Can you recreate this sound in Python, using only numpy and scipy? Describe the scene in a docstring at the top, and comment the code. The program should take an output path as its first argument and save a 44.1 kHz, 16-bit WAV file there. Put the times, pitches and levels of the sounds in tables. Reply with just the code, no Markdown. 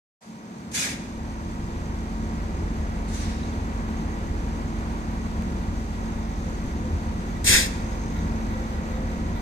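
"""Beside railway tracks, outdoors, two diesel engines idle in front of a pair of microphones.
A four-cylinder throbs with its exhaust and ticks with its injectors; a six-cylinder drones and clatters.
Air valves blow off three times in hissing jets that echo round the yard. The rails sing ever louder,
a far whine comes and goes, and small metal parts clink over a bed of rumble, hum and breeze.
The recorder fades in, and lets the bass in by steps over the first two seconds."""
import sys
import numpy as np
from scipy import signal
from scipy.fft import rfft, irfft, next_fast_len
from scipy.io import wavfile
from scipy.ndimage import uniform_filter1d

SR = 44100
rng = np.random.default_rng(int(sys.argv[2]) if len(sys.argv) > 2 else 0)


def bounce(signal):
    """Save signal as a 16-bit WAV file at the path given by the first command-line argument."""
    frames = np.transpose(np.atleast_2d(signal))
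    limited = np.clip(frames, -1, 1)
    pcm = np.round(limited * 32767).astype(np.int16)
    wavfile.write(sys.argv[1], SR, pcm)


N = 414981
TIME, FREQ = np.arange(N) / SR, np.fft.rfftfreq(N, 1 / SR)
START_S = 0.2064  # silence until here
MIC_GAP_S = .00058  # sound's travel time between the microphones


# The four-cylinder's shaft speed. Each row: time in seconds, turns per second.
FOUR_SPEED = [(0, 23.1), (3, 23.22), (9.4, 23.24)]
# Its exhaust tones. Each row: multiple of the shaft speed, level in dB.
FOUR_ORDERS = [(1, -47.5), (2, -33.7), (2.5, -53), (3, -37), (4, -47), (5, -54), (8, -46), (9, -50.5),
               (19, -64), (20, -59), (24, -64), (30, -65.5), (31, -64), (33, -63.5)]
# The colours of both engines' clatter and of the firing rasp. Each row: frequency in Hz, level in dB.
CLATTER = [(100, -74), (300, -69), (480, -70), (660, -71.5), (950, -69.5), (1250, -74), (1650, -76.5),
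           (1970, -81), (2150, -81), (2400, -83), (2900, -90), (5000, -103), (14000, -125)]
RASP = [(1000, -112), (2600, -99), (3600, -100), (4600, -93), (5600, -99), (8000, -103), (14000, -120)]
# The ring of the injectors. Each row: frequency in Hz, width in Hz, level in dB.
TICK_MODES = [(5090, 46, -88.5), (5740, 87, -96), (6110, 210, -91), (6530, 41, -81.5), (8000, 230, -100)]
# The rise and fall of the ticking. Each row: time in seconds, gain in dB.
TICK_LEVEL = [(0, 4), (5.6, 1), (6.3, 6), (7.1, 2.5), (8, 8.5), (8.8, 3)]

def four_cylinder():
    """Deep exhaust throb and knock, with a rasp and an injector tick at each of two firings a turn."""
    speed = curve(FOUR_SPEED)
    turns = np.cumsum(speed) / SR + 0.0042 * drift(0.92)
    # the tones start in step, so each turn is one thump
    exhaust = sum(tone(k * turns, k * speed.mean(), db, waver=0.11, lag_ms=0.085)
                  for k, db in FOUR_ORDERS)
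    knock = gain_of(-11.5) * cycle_knock(turns, speed.mean(), CLATTER)
    rasp = noise(RASP, delay_ms=0.545, direct=0.25) * pulses(2 * turns, decay=1.0)
    snap = evened(1.5 + pulses(2 * turns, decay=.06))
    ticks = noise(resonances(TICK_MODES), delay_ms=0.34, direct=0.35) * snap
    ticks *= gain_of(curve(TICK_LEVEL) + drift(8.6))
    return exhaust + knock + rasp + panned(ticks, side_db=6.0)


def cycle_knock(turns, speed, colour):
    """The part of the clatter that comes back alike in every engine cycle of two turns."""
    size = round(2 * SR / speed)
    shape = gain_of(read(colour, np.fft.rfftfreq(size, 1 / SR)))
    phases = np.exp(2j * np.pi * rng.random((2, len(shape))))
    cycle = irfft(shape * phases, size) * np.sqrt(size * SR / 2)
    return np.array([np.interp(turns / 2, np.arange(size) / size, side, period=1) for side in cycle])


# The six-cylinder's shaft speed. Each row: time in seconds, turns per second.
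SIX_SPEED = [(0, 12.32), (1.5, 12.34), (3.2, 12.385), (6, 12.405), (9.4, 12.40)]
# Its exhaust tones. Each row: multiple of the shaft speed, level in dB.
SIX_ORDERS = [(10, -49.5), (18, -37.5), (19.5, -51), (21, -45), (24, -50), (27, -48.5), (30, -58),
              (34.5, -61)]
# The swell of its drone. Each row: time in seconds, gain in dB.
DRONE_LEVEL = [(.3, -2.5), (.85, -0.5), (1, 2), (1.8, 0.5), (2.8, -0.5), (4.5, 1.5), (6, -.5), (9.4, 0)]
# Engine panels that the clatter sets ringing. Each row: frequency in Hz, width in Hz, level in dB.
PANEL_MODES = [(950, 22, -80.5), (1940, 64, -81.5)]
# How much of the clatter and the wash arrives straight. Each row: frequency in Hz, share from 0 to 1.
DIRECT_SHARE = [(100, 0), (600, 0.42), (1000, 0.69), (1500, 0.57), (2300, 0.6), (3800, 0), (5000, 0.65),
                (6500, 0.7), (9000, 0), (14000, 0.2)]
ENGINE_START_DB, ENGINE_RISE_S = -7, 0.4  # clatter and rumble start low and come up

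def six_cylinder():
    """A higher exhaust drone, with clatter that swells at each of three firings a turn."""
    speed = curve(SIX_SPEED)
    turns = np.cumsum(speed) / SR + .001 * drift(2)
    # a four-stroke repeats every two turns, so half orders sound too
    exhaust = sum(tone(k * turns + rng.random(), k * speed.mean(), db, waver=0.17, lag_ms=0.29)
                  for k, db in SIX_ORDERS)
    beat = evened(1 + 0.11 * pulses(3 * turns, decay=.4))
    surge_db = np.cos(2 * np.pi * (TIME - 3.67) / 5.1)  # a slow surge every 5.1 s
    clatter_db = coming_up(ENGINE_START_DB, ENGINE_RISE_S) + surge_db + .5 * drift(2.6)
    flutter = gain_of(curve(DRONE_LEVEL) + 1.1 * drift(20))
    clatter = noise(ringing(CLATTER, PANEL_MODES), delay_ms=0.36, direct=DIRECT_SHARE)
    return exhaust * flutter + panned(clatter * beat * gain_of(clatter_db), side_db=-1.0)


# The first, the far and the loud air blast. 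Each row: start in seconds, open level in dB, first crack
# in dB below that, opening time in seconds, hold in seconds, fall in dB per second, dulling of the top
# in dB per second, delay to the right microphone in ms, straight share from 0 to 1.
BLASTS = [(0.713, -21.2, 18.5, .038, 0.093, 132, 25, .48, 0.1),
          (3.08, -39.5, 8, 0.065, 0.07, 45, 32, .48, 0.1),
          (7.442, -14.6, 11.5, 0.033, 0.096, 142, 30, .59, 0.62)]
# The colour of each jet. Each row: frequency in Hz, relative level in dB.
FIRST_JET = [(300, -69), (600, -75.5), (1050, -74), (1300, -69.5), (2300, -62.5), (2780, -67.5),
             (3020, -68), (3300, -69), (3900, -65.5), (5300, -65), (6300, -64), (7200, -63.5), (8500, -66),
             (10000, -69.5), (12000, -75), (14300, -82)]
FAR_JET = [(600, -17), (1500, -9), (2000, -6.5), (3000, -10.5), (3800, -5.5), (5400, -8.5), (6300, -5),
           (9000, -10), (11500, -21), (14300, -28)]
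LOUD_JET = [(60, -50), (180, -51), (450, -60), (800, -64), (1000, -61), (1260, -67), (1570, -53.5),
            (1820, -48), (2150, -50.5), (2620, -50), (2920, -64), (3250, -57), (4300, -53.3), (5500, -52),
            (6100, -51), (7200, -49.5), (7750, -51), (8700, -51), (9600, -57), (10800, -61), (14300, -65)]
# Narrow bright peaks in the hiss of the two near blasts. Each row: frequency in Hz, width in Hz,
# relative level in dB.
FIRST_PEAKS = [(1650, 120, -69), (1915, 80, -67), (2420, 80, -65), (3500, 300, -72), (4960, 90, -66),
               (6200, 170, -63), (6790, 170, -63)]
LOUD_PEAKS = [(2709, 40, -51), (3260, 110, -60), (3550, 90, -61), (4730, 190, -62), (6500, 100, -56),
              (6765, 60, -54), (7345, 60, -53), (8340, 150, -54), (10250, 120, -59)]
# How the loud blast leans to one side. Each row: frequency in Hz, left minus right in dB.
LOUD_SIDE = [(800, 0), (1300, -4), (1800, -2.5), (2500, -2), (3200, 7), (3800, 14), (4300, 5), (4800, 1),
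             (6500, 1.5), (8500, -0.5), (10000, 2), (11000, 10), (14000, 10)]
# Reflections off the nearest surfaces. Each row: delay in ms, gain in dB.
NEAR_ECHOES = [(1.3, -44), (2.7, -36), (4.9, -11.5), (8.3, -36), (12.1, -21)]
# How strongly the yard throws the blasts back: one send in dB for each.
YARD_SENDS_DB = [-7, -7, -12]

def air_valves():
    """Three blasts from the left; reflections hollow the near two, and the loudest is shaded unevenly."""
    jets = ringing(FIRST_JET, FIRST_PEAKS), FAR_JET, ringing(LOUD_JET, LOUD_PEAKS)
    first, far, loud = (blast(jet, *row) for jet, row in zip(jets, BLASTS))
    far = far + sinking_hiss()
    shade_db = read(LOUD_SIDE, FREQ) / 2
    comb = 1 + sum(gain_of(db) * np.exp(-2j * np.pi * FREQ * ms / 1000) for ms, db in NEAR_ECHOES)
    near = irfft(comb * (rfft(first) + rfft(loud) * gain_of([shade_db, -shade_db])), N)
    send = sum(gain_of(db) * x for db, x in zip(YARD_SENDS_DB, (first, far, loud)))
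    return far + gain_of(-0.5) * near + whistles() + yard(send, t60=0.72, dull_hz=3360)


def blast(jet, start, db, crack_db, opening, hold, fall, dull, delay_ms, direct):
    """A valve cracks, swings wide and blows a fluttering jet whose top dies first as pressure drops."""
    crack_s, throat_swell_s, shut_at_db = 0.0032, .13, 13
    age = np.maximum(TIME - start, 0)
    crack = gain_of(-crack_db)
    valve = crack * np.minimum(age / crack_s, 1) + (1 - crack) * np.minimum(age / opening, 1) ** 4
    drop_db = fall * np.maximum(age - opening - hold, 0)
    shut_db = 3.2 * np.maximum(drop_db - shut_at_db, 0)  # the valve shuts once pressure is low enough
    air = evened(sputtering(noise(jet, delay_ms, direct)))
    throat, body = below(air, hz=2850), below(air, hz=5870)
    swell = np.minimum(age / throat_swell_s, 1)  # the throaty low band comes up late
    throat_db = -2.2 + 2.7 * swell + 1.3 * drift(60)
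    top_db = 1.5 - dull * age
    sound = throat * gain_of(throat_db) + (body - throat) + (air - body) * gain_of(top_db)
    return sound * valve * gain_of(db - drop_db - shut_db + 0.63 * drift(60))


def sputtering(x, patch_hz=430, patch_s=.03, depth_db=1.3):
    """Turbulence makes a jet's colour shift in random patches."""
    hz, t, spectrum = signal.stft(x, SR, nperseg=512)
    patches = rng.standard_normal(spectrum.shape[1:])
    patches = uniform_filter1d(patches, round(patch_hz / hz[1]), axis=0)
    patches = uniform_filter1d(patches, round(patch_s / t[1]), axis=1)
    return signal.istft(spectrum * gain_of(depth_db * evened(patches)), SR, nperseg=512)[1][:, :N]


# The far blast's bright band. In order: start in seconds, level in dB, starting pitch in Hz,
# sink in Hz per second, width in Hz, rise in seconds, fall in dB per second.
SINKING_BAND = (3.115, -43.5, 6550, 5000, 900, .03, 65)

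def sinking_hiss():
    """The far jet's brightest band slides down as its pressure drops."""
    start, db, top_hz, sink, width_hz, rise, fall = SINKING_BAND
    age = np.maximum(TIME - start, 0)
    hz = top_hz - sink * np.minimum(age, .5)
    carrier = np.sqrt(2) * np.sin(2 * np.pi * np.cumsum(hz) / SR)
    band = evened(below(rng.standard_normal((2, N)), width_hz / 2)) * carrier
    return band * np.minimum(age / rise, 1) * gain_of(db - fall * age)


# Brief whistles in the near blasts. Each row: start in seconds, length in seconds, pitch in Hz,
# level in dB, left minus right in dB.
WHISTLES = [(.75, .05, 6200, -33, 0), (.755, .045, 3480, -33.5, 0), (.775, .035, 2900, -34, 0),
            (7.465, .055, 2709, -28, 2), (7.515, .075, 2440, -29.5, 3), (7.545, .045, 1850, -30, -2)]

def whistles(width_hz=20):
    """Brief thin tones that brighten the two near blasts."""
    out = np.zeros((2, N))
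    for start, length, hz, db, side_db in WHISTLES:
        t = np.arange(0, length, 1 / SR)
        wander = np.cumsum(rng.standard_normal(len(t))) * np.sqrt(width_hz / (2 * np.pi * SR))
        lag = np.array([[0], [hz * MIC_GAP_S]])
        pair = np.sin(2 * np.pi * (hz * t + wander - lag))
        arch = np.sqrt(2 * np.sin(np.pi * t / length))
        out[:, round(start * SR):][:, :len(t)] += panned(pair, side_db) * gain_of(db) * arch
    return out


def yard(x, t60, dull_hz):
    """Scattered echoes from ballast, masts and buildings; the treble is absorbed."""
    t = TIME[:SR]
    tail = rng.standard_normal((2, SR)) * 10 ** (-3 * t / t60) * (t > .02)
    pole = np.exp(-2 * np.pi * dull_hz / SR)
    tail = signal.lfilter([1 - pole], [1, -pole], tail / np.linalg.norm(tail[0]))
    return signal.fftconvolve(x, tail, axes=1)[:, :N]


# The colour of the opening hiss. Each row: frequency in Hz, relative level in dB.
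DYING_JET = [(1000, -30), (3000, -12), (5000, 0), (9000, -2), (12000, -18)]

def dying_hiss(fall_db_per_s=85):
    """The tail of an air release dies away as the scene opens."""
    level_db = -49.5 - fall_db_per_s * np.clip(TIME - START_S, 0, 2)
    return evened(noise(DYING_JET, delay_ms=.48, direct=.1)) * gain_of(level_db)


# The ring of the rails. Each row: frequency in Hz, width in Hz, level in dB.
RAIL_MODES = [(1400, 70, -77), (1950, 90, -76), (2280, 150, -84), (3700, 900, -90), (12120, 330, -95)]

def rails(grow_db_per_s=2):
    """The rails resonate with a thin metallic singing that flickers and grows."""
    level_db = -18.5 + grow_db_per_s * TIME
    singing = noise(resonances(RAIL_MODES), delay_ms=0.56, direct=0.51)
    return singing * gain_of(level_db + 3.3 * drift(8.7))


# The fits of a far whine. Each row: start in seconds, seconds until it sags, release in seconds,
# level in dB.
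WHINES = [(6.41, .09, .03, -43.5), (6.76, .42, .15, -53), (7.4, .35, .35, -49.5), (8.46, .58, .28, -47.5)]

def whine(start, hold, release, db):
    """A far tone glides up toward its top pitch, quavering, then sags and dies away."""
    low_hz, top_hz, sag_hz_per_s = 497, 522, 35
    glide_s, attack_s = .15, .06
    age = np.maximum(TIME - start, 0)
    late = np.maximum(age - hold, 0)
    hz = top_hz - (top_hz - low_hz) * np.exp(-age / glide_s) - sag_hz_per_s * late
    turns = np.cumsum(hz) / SR + .1 * drift(12)
    envelope = np.minimum(age / attack_s, 1) * np.exp(-(late / release) ** 2)
    return envelope * tone(turns, top_hz, db + 3.5 * drift(25), waver=.12, lag_ms=.2)


# Small metal clinks. Each row: start in seconds, pitch in Hz, peak in dB, seconds to fall by 60 dB.
CLINKS = [(3.432, 3880, -38.5, .028), (3.527, 3500, -47, .04)]

def clinks(click_s=5.4233, click_decay_s=.0005):
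    """Small metal parts ring briefly; apart from them, one dry click sounds once."""
    out = gain_of(-25) * (TIME >= click_s) * np.exp(-abs(TIME - click_s) / click_decay_s)
    for start, hz, db, t60 in CLINKS:
        age = np.clip(TIME - start, 0, 1)
        out += gain_of(db - 60 * age / t60) * np.sin(2 * np.pi * hz * age)
    return out


# The colour of the exhaust rumble. Each row: frequency in Hz, level in dB.
RUMBLE = [(10, -80), (22, -55), (27, -60), (37, -58), (54, -56), (64, -57), (72, -50), (84, -47.5),
          (104, -63), (135, -61), (170, -54), (205, -59), (260, -64), (400, -71.5), (1000, -100),
          (4000, -140)]
# Its swells. Each row: time in seconds, gain in dB.
RUMBLE_SWELLS = [(1.5, -1.5), (2.2, -1), (2.65, 1), (3.15, -0.5), (3.5, -2.5), (4.25, 0.5), (4.85, -2),
                 (5.55, 2), (6.05, -2), (6.65, -2), (6.9, 2.2), (7.15, -2), (7.45, 2), (7.85, -0.5),
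                 (8.2, 3.5), (8.6, -2.5), (9.2, 1.5)]

def rumble():
    """Low exhaust noise swells and eases under the engines."""
    level_db = coming_up(ENGINE_START_DB, ENGINE_RISE_S) + curve(RUMBLE_SWELLS)
    return noise(RUMBLE, delay_ms=0.3, direct=0.79) * gain_of(level_db + drift(6.2))


# The tones of the auxiliaries. Each row: pitch in Hz, level in dB, timing jitter in ms.
HUMS = [(98.8, -44.5, 0.1), (944.4, -55.3, 0.11)]

def hums():
    """The auxiliaries hum on steady, slightly wavering pitches."""
    return sum(tone(hz * (TIME + ms / 1000 * drift(5)), hz, db, waver=.25, lag_ms=.3)
               for hz, db, ms in HUMS)


# The colours of the open-air wash and of the breeze. Each row: frequency in Hz, level in dB.
WASH = [(100, -94), (1000, -93), (3000, -88.5), (4000, -89.5), (5400, -91.5), (6400, -90.5), (7800, -93),
        (9000, -99), (10500, -102.5), (14300, -105)]
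BREEZE = [(5, -67), (50, -61), (80, -82), (120, -102), (300, -102), (2000, -140)]

def open_air():
    """A soft, wide wash of hiss, and a light breeze that buffets each microphone separately."""
    wash = noise(WASH, delay_ms=0.481, direct=DIRECT_SHARE) * gain_of(0.64 * drift(9.2))
    breeze = np.array([noise(BREEZE, delay_ms=0, direct=0)[0] for mic in range(2)])
    return panned(wash, side_db=0.8) + breeze


def noise(colour, delay_ms, direct):
    """Coloured stereo noise: a straight part that reaches the left first, and a part from all around."""
    size = next_fast_len(N, True)
    hz = np.fft.rfftfreq(size, 1 / SR)
    left, other = rfft(rng.standard_normal((2, size)))
    share = np.clip(read(direct, hz) if np.ndim(direct) else direct, 0, 1)
    delay = np.exp(-2j * np.pi * hz * delay_ms / 1000)
    coherence = share * delay + (1 - share) * np.sinc(2 * hz * MIC_GAP_S)
    right = coherence * left + np.sqrt(np.maximum(1 - abs(coherence) ** 2, 0)) * other
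    gain = colour(hz) if callable(colour) else gain_of(read(colour, hz))
    return irfft(np.array([left, right]) * gain, size)[:, :N] * np.sqrt(SR / 2)


def tone(turns, hz, db, waver, lag_ms):
    """A partial whose strength wavers on its way through the air; it reaches the right side later."""
    lag = np.array([[0], [hz * lag_ms / 1000]])
    angle = 2 * np.pi * ((turns - lag) % 1)
    return np.sqrt(2) * gain_of(db) * (1 + waver * drift(1.46)) * np.sin(angle.astype(np.float32))


def pulses(turns, decay):
    """One quickly rising, dying burst each turn, rms one; decay is a share of the turn."""
    age = (turns % 1) / decay
    return evened(np.exp(-age) - np.exp(-10 * age))


def resonances(modes):
    """The colour of a few narrow peaks, as a function of frequency."""
    return lambda hz: sum(gain_of(db) / (1 + ((hz - f) / (width / 2)) ** 2) for f, width, db in modes)


def ringing(colour, modes):
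    """A broad colour with narrow peaks on top, as a function of frequency."""
    return lambda hz: gain_of(read(colour, hz)) + resonances(modes)(hz)


def drift(rate_hz):
    """Slow random wander of rms one."""
    knots = np.linspace(0, TIME[-1], N // 200)
    pole = np.exp(-2 * np.pi * rate_hz * knots[1])
    slow = signal.lfilter([1], [1, -pole], rng.standard_normal(len(knots)))
    return evened(np.interp(TIME, knots, uniform_filter1d(slow - slow.mean(), size=9)))


def below(x, hz):
    """The part of a sound under a frequency, steeply cut."""
    return signal.sosfiltfilt(signal.butter(N=8, Wn=hz, fs=SR, output="sos"), x)


def panned(x, side_db):
    """Louder on the left by side_db."""
    return x * gain_of([[side_db / 2], [-side_db / 2]])


def coming_up(start_db, time_s):
    """A level in dB that starts low and settles at zero."""
    return start_db * np.exp(-TIME / time_s)


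def curve(rows):
    """A timed table at every sample."""
    return np.interp(TIME, *np.transpose(rows))


def read(points, hz):
    """A spectrum table on a log-frequency axis."""
    f, value = np.transpose(points)
    return np.interp(np.log(hz + 1), np.log(f + 1), value)


def gain_of(db):
    """Decibels to amplitude."""
    return 10 ** (np.asarray(db) / 20)


def evened(x):
    """Scaled to an rms of one."""
    return x / np.sqrt(np.mean(x ** 2) + 1e-20)


def scene():
    """Everything that reaches the two microphones."""
    engines = four_cylinder() + six_cylinder()
    bed = rumble() + hums() + open_air()
    whines = sum(whine(*row) for row in WHINES)
    return engines + bed + whines + rails() + air_valves() + dying_hiss() + clinks()


# The steps that let the bass in. Each row: upper edge in Hz, gain while held down in dB,
# time of release in seconds, easing time in seconds.
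BASS_STEPS = [(450, -20, .245, .025), (115, -9, .62, .05), (57, -22, .9, .04), (105, -8, 1.13, .06),
              (105, -2.3, 1.95, .1)]

def record(dry, top_hz=14270):
    """Silence, then the recorder's gain comes up and the bass enters by steps; the top is cut steeply."""
    live = dry
    for hz, db, release_s, ease_s in BASS_STEPS:
        held = .5 - .5 * np.tanh((TIME - release_s) / ease_s)
        live = live + below(live, hz) * (gain_of(db * held) - 1)
    fade_in = gain_of(coming_up(start_db=-9.5, time_s=0.84))
    gate = np.clip((TIME - START_S) / 0.021, 0, 1)
    lowpass = signal.firwin(1023, top_hz, window=("kaiser", 9), fs=SR)
    return signal.oaconvolve(live * fade_in * gate, lowpass[None], "same")


dry = scene()
out = record(dry)
bounce(out)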